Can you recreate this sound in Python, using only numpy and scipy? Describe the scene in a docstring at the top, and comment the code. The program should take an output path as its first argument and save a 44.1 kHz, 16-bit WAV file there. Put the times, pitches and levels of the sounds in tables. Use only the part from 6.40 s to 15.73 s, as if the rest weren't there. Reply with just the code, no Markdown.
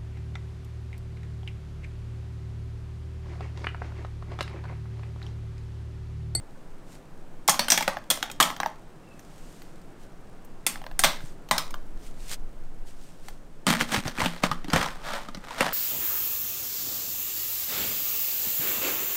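"""Dry dog biscuits drop into a big plastic jar: banded noise grains per blow, ringing the jar's modes.
The lid is then clapped on and screwed down, its thread scraping (stick-slip noise) and catching.
Damped sines bump the full jar; a fuzzy sine squeaks faintly as it slides down.
Bedding rustles (cloth noise) in a small, quiet room, and the hand-held camera rumbles as it moves."""
import sys
import numpy as np
from scipy import signal
from scipy.fft import rfft, irfft, next_fast_len
from scipy.io import wavfile

SR = 44100
rng = np.random.default_rng(int(sys.argv[2]) if len(sys.argv) > 2 else 0)


def pcm_store(signal):
    """Save signal as 16-bit PCM."""
    levels = np.round(np.clip(np.atleast_2d(signal), -1, 1) * 32767)
    wavfile.write(sys.argv[1], SR, levels.astype(np.int16).T)


N = 411453

# Room tone spectrum. Each row: frequency in Hz, relative density in dB per Hz.
ROOM_TONE_SPECTRUM = [(29, -47), (50, -9.5), (122, -6), (152, -1.5), (213, -6.5), (313, -6.5), (439, -10.5),
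                      (483, -11), (630, -13), (783, -14.5), (884, -16.5), (1660, -22), (1870, -25),
                      (6870, -44.5), (16000, -48.5)]
# Room tone over time. Each row: time in seconds, level in dB before the tone trim.
ROOM_TONE_LEVEL = [(0, -52.5), (5.4, -52), (7.1, -55), (8.2, -52.5), (9.33, -55.5)]
# Camera handling over time. Each row: time in seconds, level in dB.
RUMBLE_LEVEL = [(0, -40), (2.3, -45.5), (3.1, -39), (4.3, -42.5), (4.55, -29.5), (5, -36), (5.4, -27.5),
                (6.4, -33), (7, -39.5), (8.3, -36), (8.55, -32), (9.33, -41.5)]
# Camera handling spectrum. Each row: frequency in Hz, relative density in dB per Hz.
RUMBLE_SPECTRUM = [(3, -32.5), (10, 1), (14, -4.5), (19, -12.5), (30, -19.5), (45, -38), (80, -43),
                   (160, -79.5)]
# Sleeve, fur and bedding brush each other.
# Each row: peak in seconds, rise and fall to 1/e in seconds, level in dB before the cloth trim.
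BRUSH_STROKES = [(.53, 0.05, 0.046, -58.5), (3.1, .25, .2, -60.5), (3.63, 0.042, 0.032, -67.5),
                 (4.87, 0.09, 0.052, -56.5), (5.659, 0.048, 0.042, -54.5), (5.85, 0.069, 0.035, -53),
                 (5.932, 0.039, .018, -35.5), (6.48, 0.017, 0.037, -55), (6.65, 0.081, 0.095, -60.5),
                 (6.88, 0.054, 0.058, -57.5)]
# Cloth spectrum. Each row: frequency in Hz, relative density in dB per Hz, before the fibres' slips.
CLOTH_SPECTRUM = [(900, -13.5), (1600, -9), (2700, -7), (3800, -8), (6000, -8), (8800, -8), (11000, -17.5),
                  (13300, -15), (16000, -26)]
# Faint falling squeak. Each row: time in seconds, frequency in Hz, rms level in dB.
SQUEAK_GLIDE = [(2.58, 2850, -91.5), (2.64, 2740, -68.5), (2.72, 2640, -59), (2.84, 2550, -82)]
# The jar is bumped and pressed into the bedding. Each row: start in seconds, initial level in dB, frequency in Hz.
JAR_BUMPS = [(4.839, -27.5, 142), (7.576, -20.5, 110), (7.66, -21.5, 124), (7.83, -20.5, 104),
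             (8.11, -27, 109), (8.334, -17, 63), (8.358, -21.5, 86), (8.4, -25, 70), (9.206, -33, 95)]

# Contact registers: thud, knock, clack, tick. Each row: low edge in Hz, high edge in Hz.
BISCUIT_REGISTERS = [(145, 342), (570, 1650), (1550, 5660), (5200, 15160)]
# Same for the broad lid, which sounds lower. Each row: low edge in Hz, high edge in Hz.
LID_BANDS = [(135, 301), (440, 1650), (1450, 5020), (5000, 14900)]
# Room reverberation, one value per register: t60 in seconds.
ROOM_T60_S = [.38, .34, 0.31, 0.23]
# Air and wall modes of the jar. Each row: frequency in Hz, gain at resonance in dB before trim and scatter,
# t60 in seconds.
JAR_MODES = [(171, 12, .3), (234, 12, .33), (556, 4, .1), (624, 6, .16), (841, 2, .12), (1057, 4, .18),
             (1160, 2, .15), (1308, 4, .2), (3160, 2, .12), (3227, 5, .16), (3620, 2, .12), (4506, 4, .16),
             (5194, 3, .12), (5467, 3, .13), (5799, 5, .14), (6490, 5, .16), (6813, 3, .13), (7626, 3, .14),
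             (8850, 3, .1), (13140, 5, .1)]
# Colour of all biscuit and lid contacts. Each row: frequency in Hz, gain in dB.
SHELL_COLOUR = [(400, 0.5), (800, 4), (1100, 0.5), (1500, 0.5), (2050, 3), (2700, 0), (3200, 2.5),
                (4600, -2.5), (5800, -1), (9300, 0.5), (10700, -8.5), (12000, -5.5), (13300, -3.5),
                (15500, -7.5)]
# Band in which the torn foil seal sizzles: low edge in Hz, high edge in Hz.
FOIL_BAND_HZ = (12300, 15600)

# Lid strikes the neck or catches in the thread.
# Each row: start in seconds, strength in dB, thud in dB, pitch in Hz; levels before the catch trim and colour.
LID_CATCHES = [(7.267, -21.5, -23.5, 8700), (7.28, -38, -18.5, 195), (7.291, -32, -26.5, 6440),
               (7.41, -24, -35, 2050), (7.562, -31, -41, 2010), (7.581, -41, -33.5, 2490),
               (7.653, -37, -35, 308), (7.679, -30.5, -37, 6200), (7.784, -35.5, -31, 1780),
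               (7.804, -26.5, -34, 2310), (7.816, -26.5, -31, 1020), (7.859, -24.5, -26, 3080),
               (7.979, -47, -58, 4340), (8.036, -20.5, -22.5, 1120), (8.114, -26, -26.5, 1230),
               (8.244, -40, -39, 300), (8.282, -39.5, -33, 320), (8.301, -33.5, -51, 4880),
               (8.333, -22.5, -20.5, 470), (8.36, -22, -30, 550), (8.428, -28.5, -41, 790),
               (8.444, -34, -44, 1350), (8.46, -31.5, -56, 1020), (8.886, -42.5, -37.5, 1190),
               (8.947, -38.5, -40.5, 5330), (8.971, -43.5, -39, 202), (9.107, -36.5, -56, 920),
               (9.207, -19.5, -29, 580)]
# Knock, clack and tick of a catch over its strength: in dB.
CATCH_OVER_STRENGTH_DB = (-3.3, -1.6, -8.5)
# Turns of the lid. Each row: peak in seconds, rise to 1/e in seconds, t60 in seconds, strength in dB.
LID_TURNS = [(7.285, 0.0099, 0.29, -25.5), (7.412, 0.022, 0.17, -32.5), (7.55, .041, 0.21, -30),
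             (7.676, 0.022, 0.18, -40), (7.816, 0.042, 0.61, -37), (7.855, .035, 0.091, -35.5),
             (8.04, 0.0098, 0.14, -29), (8.13, 0.037, 0.35, -46.5), (8.345, 0.014, 0.54, -28.5),
             (8.41, 0.074, 0.29, -34), (8.679, 0.038, 0.64, -39.5), (8.76, .084, 0.36, -37.5),
             (9.121, 0.09, 1, -46), (9.225, 0.052, 0.69, -31)]
# Lid goes from loose to tight: from and to, in seconds.
TIGHTENING_S = (7.46, 8.3)
# Colour of the lid. Each row: frequency in Hz, gain in dB.
LID_COLOUR = [(300, 1.6), (480, 0), (800, 0), (1230, 2.3), (1700, 1.1), (3300, -2.4), (6000, 0.5),
              (15000, -1.8)]
# Biscuit hits the rim or the pile. Each row: start in seconds, strength in dB,
# hardness in dB (tick over knock), pitch of the struck spot in Hz; levels before colouring.
BISCUIT_DROPS = [(1.078, -26.5, 18.5, 5760), (1.085, -21.5, -6.5, 1080), (1.094, -22, 15.5, 6590),
                 (1.142, -36, -4, 5890), (1.193, -22.5, -1, 4160), (1.283, -29.5, -1, 8990),
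                 (1.302, -21.5, 13.5, 5550), (1.319, -18.5, 9, 5820), (1.341, -38, -11, 7600),
                 (1.376, -24.5, 2.5, 2030), (1.408, -31, -1, 840), (1.425, -32.5, 3, 2190),
                 (1.478, -25.5, -8.5, 750), (1.569, -43.5, -25.5, 1720), (1.702, -23, 14.5, 3400),
                 (1.71, -26, 7, 6870), (1.773, -42.5, -9, 6060), (1.827, -29, -5.5, 3440),
                 (1.899, -44.5, -10, 2610), (1.914, -42.5, 9, 6900), (2.001, -18, 1, 1020),
                 (2.008, -21, -2, 8400), (2.026, -24.5, 10, 3270), (2.062, -43, -4, 7200),
                 (2.102, -36, -9, 1010), (2.164, -45.5, -8, 3000), (2.201, -32.5, -14, 1700),
                 (2.232, -38, -22.5, 2000), (2.26, -34, -17.5, 940), (2.793, -56, 8, 6230),
                 (3.219, -53.5, 0, 2080), (4.048, -67, 30, 13000), (4.265, -23, 12, 8500),
                 (4.357, -47, -18.5, 870), (4.416, -53, -12, 855), (4.44, -52, -13, 2500),
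                 (4.465, -48, -18, 4160), (4.513, -52, -12, 2000), (4.592, -24, 9.5, 8900),
                 (4.637, -19.5, 0.5, 3620), (4.644, -19, 1, 4450), (4.805, -54, -15, 1660),
                 (5.088, -49.5, 1.5, 4000), (5.111, -21, -2.5, 1034), (5.18, -25.5, 2, 5200),
                 (5.307, -48, 4, 8500), (5.341, -41, -10.5, 1390), (6.884, -45, -4, 1540)]

STIR_DB = -66.5  # constant stir of the bedding, before the cloth trim
BLOW_S = .007  # a blow's levels are its rms over this time
CLACK_DB = 1.24  # clack over a blow's strength
MIDDLING_DB, STRONGER_DOUBLES_DB = -20, 40  # middling blow; extra strength that doubles its chatter
CHATTER_T60_S, HARDER_DOUBLES_DB = 0.031, 18.5  # at middling strength, zero hardness; extra hardness that doubles it
# per dB of strength: stronger blows get relatively more room and less foil
ROOM_DB_PER_DB, FOIL_DB_PER_DB = 0.38, -0.28
FOIL_DB_PER_HARDNESS_DB = .2  # the foil hangs on the rim
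CRUSH_DB = -32  # the landing lid crushes the foil
# last hops onto the pile: (shortest, longest) flight, first hop below the blow, hardness
SETTLE_S, SETTLE_LOSS_DB, SETTLE_HARDNESS_DB = (.025, 0.058), 25.5, -0.5
HOP_T60_S, HOP_LOSS_DB = .008, 5  # dry tick; drop in level from hop to hop
# thud, knock, clack and tick over a turn's strength: loose booms and rattles, tight only rubs
LOOSE_DB, TIGHT_DB = (-2.5, -0.6, 3.5, -0.5), (-12, 0, -1.1, -7.5)
LOOSE_HZ, TIGHT_HZ = 1690, 1240  # note of the rubbing thread
TOP_HZ = 15850  # band limit


def amp(db):
    """Decibels to gain."""
    return 10 ** (np.asarray(db) / 20)


def unit(x):
    """x at rms 1."""
    return x / np.sqrt(np.mean(x ** 2) + 1e-20)


def along(points, hz):
    """Interpolate (Hz, value) points on a log axis."""
    f, v = np.transpose(points)
    return np.interp(np.log(hz + 1), np.log(f + 1), v)


def curve(rows):
    """(s, value) rows as one value per sample."""
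    return np.interp(np.arange(N) / SR, *np.transpose(rows))


def filtered(x, response):
    """x times a zero-phase response of frequency."""
    m = next_fast_len(N + SR // 2)
    return irfft(rfft(x, m) * response(np.fft.rfftfreq(m, 1 / SR)), m)[:N]


def noise(spectrum):
    """Coloured noise of rms 1."""
    return unit(filtered(rng.standard_normal(N), lambda hz: amp(along(spectrum, hz))))


def coloured(x, spectrum, size=2048):
    """Causal minimum-phase colouring, which keeps attacks sharp."""
    cepstrum = irfft(np.log(amp(along(spectrum, np.fft.rfftfreq(size, 1 / SR)))))
    # fold the cepstrum onto positive time
    cepstrum[1:size // 2] *= 2
    cepstrum[size // 2 + 1:] = 0
    impulse_response = irfft(np.exp(rfft(cepstrum)))
    return signal.oaconvolve(x, impulse_response)[:N]


def same_energy(y, x):
    """y scaled to the energy of x."""
    return y * np.linalg.norm(x) / np.linalg.norm(y)


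def add(track, s, x):
    """Mix x into the track at time s."""
    part = track[max(round(s * SR), 0):][:len(x)]
    part += x[:len(part)]


def slips(size, per_second, drag):
    """Stick and slip: brief surges of uneven size, decaying in 1 ms, over a steady drag."""
    kicks = (rng.random(size) < per_second / SR) * rng.exponential(size=size)
    return drag + signal.lfilter([1], [1, -np.exp(-1 / (.001 * SR))], kicks)


def grains(force, registers, levels_db, span_s, spiky_db):
    """Tiny uneven impacts under a force envelope (one, or one per register); levels are rms over span_s."""
    size = np.shape(force)[-1]
    sizes = amp(spiky_db * rng.standard_normal(size))
    impacts = force * sizes * rng.standard_normal((len(registers), size))
    out = np.zeros(size)
    for edges_hz, db, row in zip(registers, levels_db, impacts):
        band = signal.butter(3, np.clip(edges_hz, 20, SR / 2 - 100), 'band', fs=SR, output='sos')
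        part = signal.sosfilt(band, row)
        out += amp(db) * part * np.sqrt(span_s * SR / np.sum(part ** 2))
    return out


def room_tone(trim_db=2):
    """Quiet room: steady coloured noise on a slow level curve."""
    return amp(curve(ROOM_TONE_LEVEL) + trim_db) * noise(ROOM_TONE_SPECTRUM)


def camera_rumble():
    """Moving the camera: very low noise on a level curve."""
    return amp(curve(RUMBLE_LEVEL)) * noise(RUMBLE_SPECTRUM)


def brushing():
    """Force of the cloth strokes: each swells and fades over a faint constant stir."""
    t = np.arange(N) / SR
    force = np.full(N, amp(STIR_DB))
    for s, rise_s, fall_s, db in BRUSH_STROKES:
        width_s = np.where(t < s, rise_s, fall_s)
        force += amp(db) * np.exp(-((t - s) / width_s) ** 2)
    return force


def cloth(trim_db=-1.0):
    """Fibres catch on each other: cloth noise cut up by slips, under the brushing force."""
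    fibres = slips(N, per_second=80, drag=1.1)
    return amp(trim_db) * brushing() * unit(fibres * noise(CLOTH_SPECTRUM))


def squeak(width_hz=70):
    """A sine slides down, fuzzed by slow noise, as the hand reaches over the bedding."""
    rows = np.array(SQUEAK_GLIDE)
    fuzz = unit(filtered(rng.standard_normal(N), lambda hz: np.exp(-(hz / width_hz) ** 2)))
    level_db = np.interp(np.arange(N) / SR, rows[:, 0], rows[:, 2], left=-np.inf, right=-np.inf)
    phase = 2 * np.pi * np.cumsum(curve(rows[:, :2])) / SR
    return amp(level_db) * fuzz * np.sqrt(2) * np.sin(phase)


def bumps(t60_s=0.046):
    """The full jar gives dull, quickly damped pushes: decaying low sines."""
    out = np.zeros(N)
    t = np.arange(SR // 5) / SR
    for s, db, hz in JAR_BUMPS:
        add(out, s, amp(db - 60 * t / t60_s) * np.sin(2 * np.pi * hz * t))
    return out


def room(registers, levels_db, build_up_s=0.0016):
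    """Diffuse answer of the near walls to one blow; the treble dies first."""
    t = np.arange(SR // 2) / SR
    decay = (1 - np.exp(-t / build_up_s)) * amp(-60 * t / np.array(ROOM_T60_S)[:, None])
    return grains(decay, registers, levels_db, BLOW_S, spiky_db=2.0)


def jar():
    """The jar's modes as decaying sines, one row each, scaled to their gain at resonance."""
    t = np.arange(SR // 2) / SR
    rows = []
    for hz, db, t60_s in JAR_MODES:
        per_sample = 2 * np.log(1000) / (t60_s * SR)
        rows.append(amp(db - 60 * t / t60_s) * per_sample * np.sin(2 * np.pi * hz * t))
    return np.array(rows)


def resounding(x, modes, jar_db):
    """x plus the jar's ring: each call feeds the modes in new random proportions."""
    shares = amp(jar_db + 2.5 * rng.standard_normal(len(modes))) * rng.choice([-1, 1], len(modes))
    response = shares @ modes
    response[0] += 1  # direct sound
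    return signal.fftconvolve(x, response)


def own_colour(x, count=60):
    """Every piece and struck spot has random resonances of its own; energy is kept."""
    hz = np.linspace(np.sqrt(600), np.sqrt(16000), count) ** 2
    peaks_db = 3.3 * rng.standard_normal(count)
    return same_energy(coloured(x, np.column_stack([np.r_[400, hz], np.r_[0, peaks_db]])), x)


def struck_spot(x, hz, boost_db, sharpness):
    """The place of contact favours one broad resonance; energy is kept."""
    peak = signal.lfilter(*signal.iirpeak(hz, max(sharpness, 2), fs=SR), x)
    return same_energy(x + amp(boost_db) * peak, x)


def contact(registers, levels_db, t60_s, crack, spiky_db, wet_db):
    """One blow: a sharp crack, the rough surfaces chatter briefly, the room answers."""
    t = np.arange(SR // 10) / SR
    force = (1 - np.exp(-t / .0003)) * (amp(-60 * t / t60_s) + crack * np.exp(-t / .001))
    sound = room(registers, levels_db + wet_db)
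    add(sound, 0, grains(force, registers, levels_db, BLOW_S, spiky_db))
    return own_colour(sound)


def foil(level_db, rise_s=0.0052, t60_s=0.037):
    """A blow shakes the torn foil on the neck: treble grains swell, then sizzle out."""
    t = np.arange(SR // 5) / SR
    shake = (1 - np.exp(-t / rise_s)) ** 2 * amp(-60 * t / t60_s)
    return grains(shake, [FOIL_BAND_HZ], [level_db], BLOW_S, spiky_db=5)


def lid_catches(modes, trim_db=0.5, jar_db=-9, room_db=-13):
    """The plastic lid snaps over the thread in sharp cracks; the first one crushes the foil."""
    out = np.zeros(N)
    for s, strength_db, thud_db, hz in LID_CATCHES:
        levels_db = np.r_[thud_db, strength_db + np.array(CATCH_OVER_STRENGTH_DB)] + trim_db
        snap = contact(LID_BANDS, levels_db, t60_s=0.051, crack=2.8, spiky_db=4.0, wet_db=room_db)
        add(out, s, resounding(struck_spot(snap, hz, boost_db=6, sharpness=5.4), modes, jar_db))
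    add(out, LID_CATCHES[0][0], foil(CRUSH_DB, rise_s=.008, t60_s=0.17))
    return out


def lid_turns(modes, jar_db=-9):
    """Each turn of the wrist scrapes the thread in stick and slip, duller as the lid tightens."""
    out = np.zeros(N)
    t = np.arange(-SR // 5, SR // 3) / SR
    for s, rise_s, t60_s, strength_db in LID_TURNS:
        tightness = np.interp(s, TIGHTENING_S, [0, 1])
        levels_db = strength_db + (1 - tightness) * np.array(LOOSE_DB) + tightness * np.array(TIGHT_DB)
        force = np.where(t < 0, np.exp(-np.abs(t / rise_s) ** 1.65), amp(-60 * np.abs(t) / t60_s))
        # harder turns add more coarse jolts to the even rasp
        grit = min(amp(levels_db[2] + 33), 1.3)
        rasp = slips(len(t), per_second=500, drag=.85)
        friction = rasp + grit * slips(len(t), per_second=140, drag=0)
        span_s = np.sum(force ** 2) / SR
        scrape = grains(force * friction, LID_BANDS, levels_db, span_s, spiky_db=4.5)
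        note_hz = LOOSE_HZ + tightness * (TIGHT_HZ - LOOSE_HZ)
        scrape = struck_spot(scrape, note_hz, boost_db=-14, sharpness=5.9)
        add(out, s + t[0], resounding(scrape, modes, jar_db))
    return out


def lid(modes):
    """Catches and turns share the colour of the lid's body."""
    return coloured(lid_catches(modes) + lid_turns(modes), LID_COLOUR)


def blow_levels(strength_db, hardness_db, thud_below_db=11.0, thud_per_hardness=0.21):
    """Thud, knock, clack and tick of one blow: hardness trades thud and knock for tick."""
    thud_db = -thud_below_db - thud_per_hardness * hardness_db
    return strength_db + np.array([thud_db, -hardness_db / 2, CLACK_DB, hardness_db / 2])


def hops(s, strength_db, count=3):
    """A biscuit comes to rest in a few ever weaker hops; returns (s, sound) pairs."""
    t = np.arange(SR // 30) / SR
    decay = amp(-60 * t / HOP_T60_S)
    times_s = s + np.cumsum(rng.uniform(*SETTLE_S, count))
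    ticks = []
    for k, at_s in enumerate(times_s):
        levels_db = blow_levels(strength_db - SETTLE_LOSS_DB - k * HOP_LOSS_DB, SETTLE_HARDNESS_DB)
        ticks.append((at_s, grains(decay, BISCUIT_REGISTERS, levels_db, BLOW_S, spiky_db=3.0)))
    return ticks


def biscuits(modes, crumb_db=-20, crumb_t60_s=0.11, jar_db=-4.5, room_db=-4.5, foil_db=-11):
    """Falling biscuits: hard rim hits chatter longer and shake the foil, the pile deadens a blow."""
    out = np.zeros(N)
    t = np.arange(SR // 5) / SR
    crumb_decay = amp(-60 * t / crumb_t60_s)
    for s, strength_db, hardness_db, hz in BISCUIT_DROPS:
        levels_db = blow_levels(strength_db, hardness_db)
        extra_db = strength_db - MIDDLING_DB
        t60_s = CHATTER_T60_S * 2 ** (hardness_db / HARDER_DOUBLES_DB + extra_db / STRONGER_DOUBLES_DB)
        wet_db = room_db + ROOM_DB_PER_DB * extra_db
        hit = contact(BISCUIT_REGISTERS, levels_db, t60_s, crack=0.63, spiky_db=4.0, wet_db=wet_db)
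        add(out, s, resounding(struck_spot(hit, hz, boost_db=2.5, sharpness=5.2), modes, jar_db))
        sizzle_db = strength_db + foil_db + FOIL_DB_PER_DB * extra_db + FOIL_DB_PER_HARDNESS_DB * hardness_db
        add(out, s, foil(sizzle_db))
        # the neighbours in the pile shift: sparse, very uneven grains
        add(out, s + 0.0041, grains(crumb_decay, BISCUIT_REGISTERS, levels_db + crumb_db, BLOW_S, spiky_db=19.0))
        for at_s, tick in hops(s, strength_db):
            add(out, at_s, tick)
    return out


def scene():
    """Biscuits and lid ring through the jar, over bumps, squeak and background."""
    modes = jar()
    contacts = coloured(biscuits(modes) + lid(modes), SHELL_COLOUR)
    background = room_tone() + camera_rumble() + cloth()
    return (contacts + bumps() + squeak() + background)[None]


def record(dry):
    """The camera rounds off the highest peaks and cuts steeply above its band limit."""
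    ceiling = .8
    rounded = dry[0] / (1 + np.abs(dry[0] / ceiling) ** 4) ** (1 / 4)
    return filtered(rounded, lambda hz: 1 / (1 + (hz / TOP_HZ) ** 200))[None]


dry = scene()
out = record(dry)
pcm_store(out)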